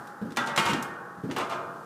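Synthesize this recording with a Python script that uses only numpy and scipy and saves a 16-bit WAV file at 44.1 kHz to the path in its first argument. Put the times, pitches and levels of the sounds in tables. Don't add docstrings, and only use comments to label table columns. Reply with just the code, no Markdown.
import sys
import numpy as np
from scipy import signal
from scipy.fft import rfft, irfft, next_fast_len
from scipy.io import wavfile

SR = 44100
rng = np.random.default_rng(int(sys.argv[2]) if len(sys.argv) > 2 else 0)


def wrap_up_sound(samples):
    columns = np.atleast_2d(samples).T
    tamed = np.clip(columns, -1, 1)
    steps = np.round(tamed * 32767).astype(np.int16)
    wavfile.write(sys.argv[1], SR, steps)


N = 81585

# (frequency [Hz], relative level [dB])
AIR_COLOUR = [(25, 27), (60, 4), (150, 19), (300, 20.5), (1000, 12), (2200, -1), (5000, -3), (9000, -5),
              (15000, -10.5)]
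# (time [s], boost [dB])
AIR_SWELL = [(0, 6), (.16, 1.5), (1.15, 0.5), (1.85, 3.5)]
# (frequency [Hz], relative level [dB])
SPRING_COLOUR = [(50, -47), (130, 2.5), (250, -2.5), (550, -1), (900, 0), (1350, 5), (1900, 0)]
SPRING_EDGE_HZ = {"catch": 1750, "stop": 1700, "frame": 1470}
# (time [s], level [dB], tilt [dB/octave])
CLICKS = [(0.072, -49.5, 6), (.306, -50, 0.5), (0.321, -48.5, 3.5), (0.363, -41, 3), (0.371, -31, 3.5),
          (0.462, -43, 4.5), (0.472, -36.5, 2), (0.562, -29, 3), (0.576, -23, -3.5), (0.655, -37, 7),
          (.662, -24, -4), (0.734, -27.5, -1.5), (0.826, -35.5, 10), (1.301, -39.5, -8.5), (1.312, -34, -3),
          (1.363, -44, 10), (1.383, -40, 11), (1.497, -44.5, 5)]
# (frequency [Hz], relative level [dB])
METAL_COLOUR = [(300, -0.5), (1500, 16.5), (4000, 11.5), (7500, 5.5), (10000, -2), (15000, -12.5)]
# (frequency [Hz], t60 [s])
METAL_T60 = [(1000, 0.64), (14000, 0.21)]
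# (time [s], level [dB], pitch [Hz])
THUDS = [(.213, -26.5, 204.4), (0.251, -31.5, 222.4), (0.285, -38, 219), (0.309, -39.5, 210),
         (0.410, -33.5, 240), (0.574, -31, 158.8), (0.69, -25.5, 209.6), (0.725, -31, 154),
         (.738, -29, 264), (1.172, -39, 167), (1.234, -25.5, 180), (1.249, -29.5, 203), (1.286, -31, 274),
         (1.315, -30, 252), (1.362, -41, 128), (1.394, -34, 353)]
# (time [s], level [dB], tilt [dB/octave], chatter length [s], ring send [dB], place)
KNOCKS = [(.370, -27.5, 0.5, 0.0016, -30.5, "catch"), (.472, -35.5, 0.5, 0.02, -36.5, "catch"),
          (0.5764, -22.5, 2.5, 0.0004, -32.5, "stop"), (.630, -31.5, 0, 0.02, -40, "stop"),
          (.660, -27, 2, 0.048, -38, "stop"), (.731, -35, -5, .01, -44.5, "stop"),
          (1.311, -44.5, 3, 0.0026, -62, "frame"), (1.363, -30.5, 0, 0.00091, -39.5, "frame"),
          (1.376, -28.5, -0.5, 0.033, -34, "frame"), (1.499, -32.5, -.5, 0.031, -34, "frame")]
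# (frequency [Hz], relative level [dB])
DOOR_COLOUR = [(60, -43), (150, -8.5), (330, 5), (600, 1.5), (1000, 6), (1450, 1.5), (1900, -2), (2800, -3),
               (4500, -13), (8000, -19.5), (15000, -37.5)]
# (frequency [Hz], t60 [s])
DOOR_T60 = [(150, 0.56), (1000, 0.71), (2500, 0.89), (5000, 0.44), (14000, 0.75)]
PLACES = ["catch", "stop", "frame"]
# (pitch [Hz], t60 [s], gain from catch [dB], stop [dB], frame [dB])
MODES = [(239.7, 0.85, -6, -22, -31), (364.6, 1.3, -17.5, -8.5, -10), (477, 2.9, -40, -16.5, -19.5),
         (575, 0.84, -9, -32, -13), (628, 0.81, -25, -36, -8.5), (678.6, 1.75, -35, -22, -9.5),
         (813, 3.1, -12.5, -18, -30), (903, 1.33, -7, -9, -10.5), (1035, 1.04, -29, -34, -6.5),
         (1110, 2.05, -18.5, -10.5, -33), (1221, 0.9, -12, -6.5, -1.5), (1310, 0.38, -1, 3, -5),
         (1396, 0.81, -5, -12, -11), (1488, 2, -28, -11, -23), (1580, 1.46, -8.5, -28, -14.5),
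         (1835, 1.31, -32, -7, -19.5), (1938, 0.42, -3, -6, -26), (2147, 0.51, -10, -1.5, -16),
         (2430, 0.65, -23, -7, -16), (2815, 0.3, -39, 1, -27), (3116, 0.48, -42, -7, -39),
         (3527, 0.2, -5.5, -30, -26)]
# (time [s], length [s], pitch [Hz], level [dB])
BRACKET_NOTES = [(0.576, 0.07, 903, -25.5), (0.666, 0.067, 929, -26.5)]

AIR_DB, SPRING_TRIM_DB, MODES_TRIM_DB = -54.5, -4, 1
SPRING_T60_S, SPRING_ATTACK_S = 2.57, 0.0046
HIT_SAMPLES = 32768


def undb(db):
    return 10 ** (np.asarray(db) / 20)


def lookup(table, hz):
    f, values = np.array(table, float).T
    return np.interp(np.log(hz), np.log(f), values)


def bins(size):
    return np.maximum(np.arange(size // 2 + 1) * SR / size, 1)


def wash(db):
    x = irfft(undb(db) * np.exp(2j * np.pi * rng.random(len(db))))
    return x / x.std()


def fade(t, t60):
    return np.exp(-np.log(1000) * t / t60)


def add(out, start, x):
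    i = max(int(start * SR), 0)
    out[i:i + len(x)] += x[:N - i]


def room_tone(t):
    swell_db = np.interp(t, *np.array(AIR_SWELL).T)
    return undb(AIR_DB + swell_db) * wash(lookup(AIR_COLOUR, bins(N + 1)))[:N]


def spring_wash(t, t60, place):
    f = bins(N + 1)
    rolloff_db = -10 * np.log10(1 + (f / SPRING_EDGE_HZ[place]) ** 24)
    return wash(lookup(SPRING_COLOUR, f) + rolloff_db)[:N] * fade(t, t60)


def neighbours(hz, spread_hz=18.2, level_db=-5):
    f = bins(next_fast_len(N, True))
    return undb(level_db) * wash(-20 * np.log10(1 + ((f - hz) / spread_hz) ** 2))[:N]


def lingering_ring(t, t60=3.03, wash_db=-42.5, mode_hz=825, mode_db=-48.5):
    mode = np.sin(2 * np.pi * mode_hz * t) + neighbours(mode_hz)
    return undb(wash_db) * spring_wash(t, t60, "catch") + undb(mode_db) * mode * fade(t, t60)


def ripple(width_hz=30.13, depth_db=3):
    bumps = np.interp(bins(HIT_SAMPLES) / width_hz, np.arange(4096), rng.standard_normal(4096))
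    return depth_db * np.clip(bumps, -2, 2)


def impact(colour, ripple_db, decays, tilt, crack_s, tail_db, chatter_s=0):
    f, t = bins(HIT_SAMPLES), np.arange(HIT_SAMPLES) / SR
    tilt_db = tilt * np.log2(np.maximum(f, 400) / 400)
    spectrum = rfft(wash(lookup(colour, f) + ripple_db + tilt_db))
    octave = np.clip(np.log2(f / 125), 0, 7)
    out = np.zeros(HIT_SAMPLES)
    for k in range(8):
        band = irfft(spectrum * np.maximum(1 - abs(octave - k), 0))
        envelope = np.exp(-t / crack_s) + undb(tail_db) * fade(t, lookup(decays, 125 * 2 ** k))
        out += band * (chatter(envelope, chatter_s) if chatter_s else envelope)
    return out


def fitting_clicks():
    out = np.zeros(N)
    for start, level_db, tilt in CLICKS:
        click = impact(METAL_COLOUR, ripple(), METAL_T60, tilt, crack_s=0.005, tail_db=-11.5)
        add(out, start, undb(level_db) * click)
    return out


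def timber_thuds(attack_s=0.0031, decay_s=0.017, width_octaves=0.61):
    out, f, t = np.zeros(N), bins(HIT_SAMPLES), np.arange(HIT_SAMPLES) / SR
    attack, body = 1 - np.exp(-t / attack_s), np.exp(-t / decay_s)
    boom = undb(-12) * fade(t, t60=0.83)
    for start, level_db, hz in THUDS:
        phase = 2 * np.pi * hz * t
        tone = np.sqrt(2) * (np.sin(phase) + undb(-11) * np.sin(2.3 * phase))
        hump = np.exp(-.5 * (np.log2(f / hz) / width_octaves) ** 2)
        skirts = undb(-18) * f * hz / (f ** 2 + hz ** 2)
        rumble = wash(20 * np.log10(hump + skirts)) * (undb(-5) * body + boom)
        add(out, start, undb(level_db) * attack * (tone * body + rumble))
    return out


def chatter(envelope, length_s):
    count = max(int(length_s * SR), 1)
    energy = signal.fftconvolve(envelope ** 2, np.ones(count) / count)[:len(envelope)]
    return np.sqrt(np.maximum(energy, 0))


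def ring_attack(t, chatter_s):
    return chatter(1 - np.exp(-t / SPRING_ATTACK_S), chatter_s)


def door_knocks(t):
    out, ripples = np.zeros(N), {place: ripple() for place in PLACES}
    for start, level_db, tilt, chatter_s, send_db, place in KNOCKS:
        knock = impact(DOOR_COLOUR, ripples[place], DOOR_T60, tilt,
                       crack_s=0.022, tail_db=-8.5, chatter_s=chatter_s)
        add(out, start, undb(level_db) * knock)
        ring = spring_wash(t, SPRING_T60_S, place) * ring_attack(t, chatter_s)
        add(out, start, undb(send_db + SPRING_TRIM_DB) * ring)
    return out


def metal_clang(t):
    out = np.zeros(N)
    attacks = [ring_attack(t, chatter_s) for _, _, _, chatter_s, _, _ in KNOCKS]
    for hz, t60, *gains_db in MODES:
        energy, decay = np.zeros(N), fade(t, t60)
        for (start, *_, send_db, place), attack in zip(KNOCKS, attacks):
            drive = undb(send_db + gains_db[PLACES.index(place)])
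            add(energy, start, (drive * attack * decay) ** 2)
        tone = np.sin(2 * np.pi * (hz * t + rng.random())) + neighbours(hz)
        out += np.sqrt(energy) * tone
    return undb(MODES_TRIM_DB) * out


def bracket_notes():
    out = np.zeros(N)
    for start, length_s, hz, level_db in BRACKET_NOTES:
        t = np.arange(int(length_s * SR)) / SR
        envelope = np.sqrt(np.sin(np.pi * t / length_s)) * fade(t, t60=1)
        add(out, start, undb(level_db) * envelope * np.sin(2 * np.pi * hz * t))
    return out


def scene():
    t = np.arange(N) / SR
    bed = room_tone(t) + lingering_ring(t)
    door = timber_thuds() + door_knocks(t)
    metal = metal_clang(t) + bracket_notes() + fitting_clicks()
    return (bed + door + metal)[None]


def record(dry):
    low_cut = signal.butter(4, 69, "high", fs=SR, output="sos")
    high_cut = signal.ellip(10, .2, 80, 15150, fs=SR, output="sos")
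    return signal.sosfilt(high_cut, signal.sosfilt(low_cut, dry))


dry = scene()
out = record(dry)
wrap_up_sound(out)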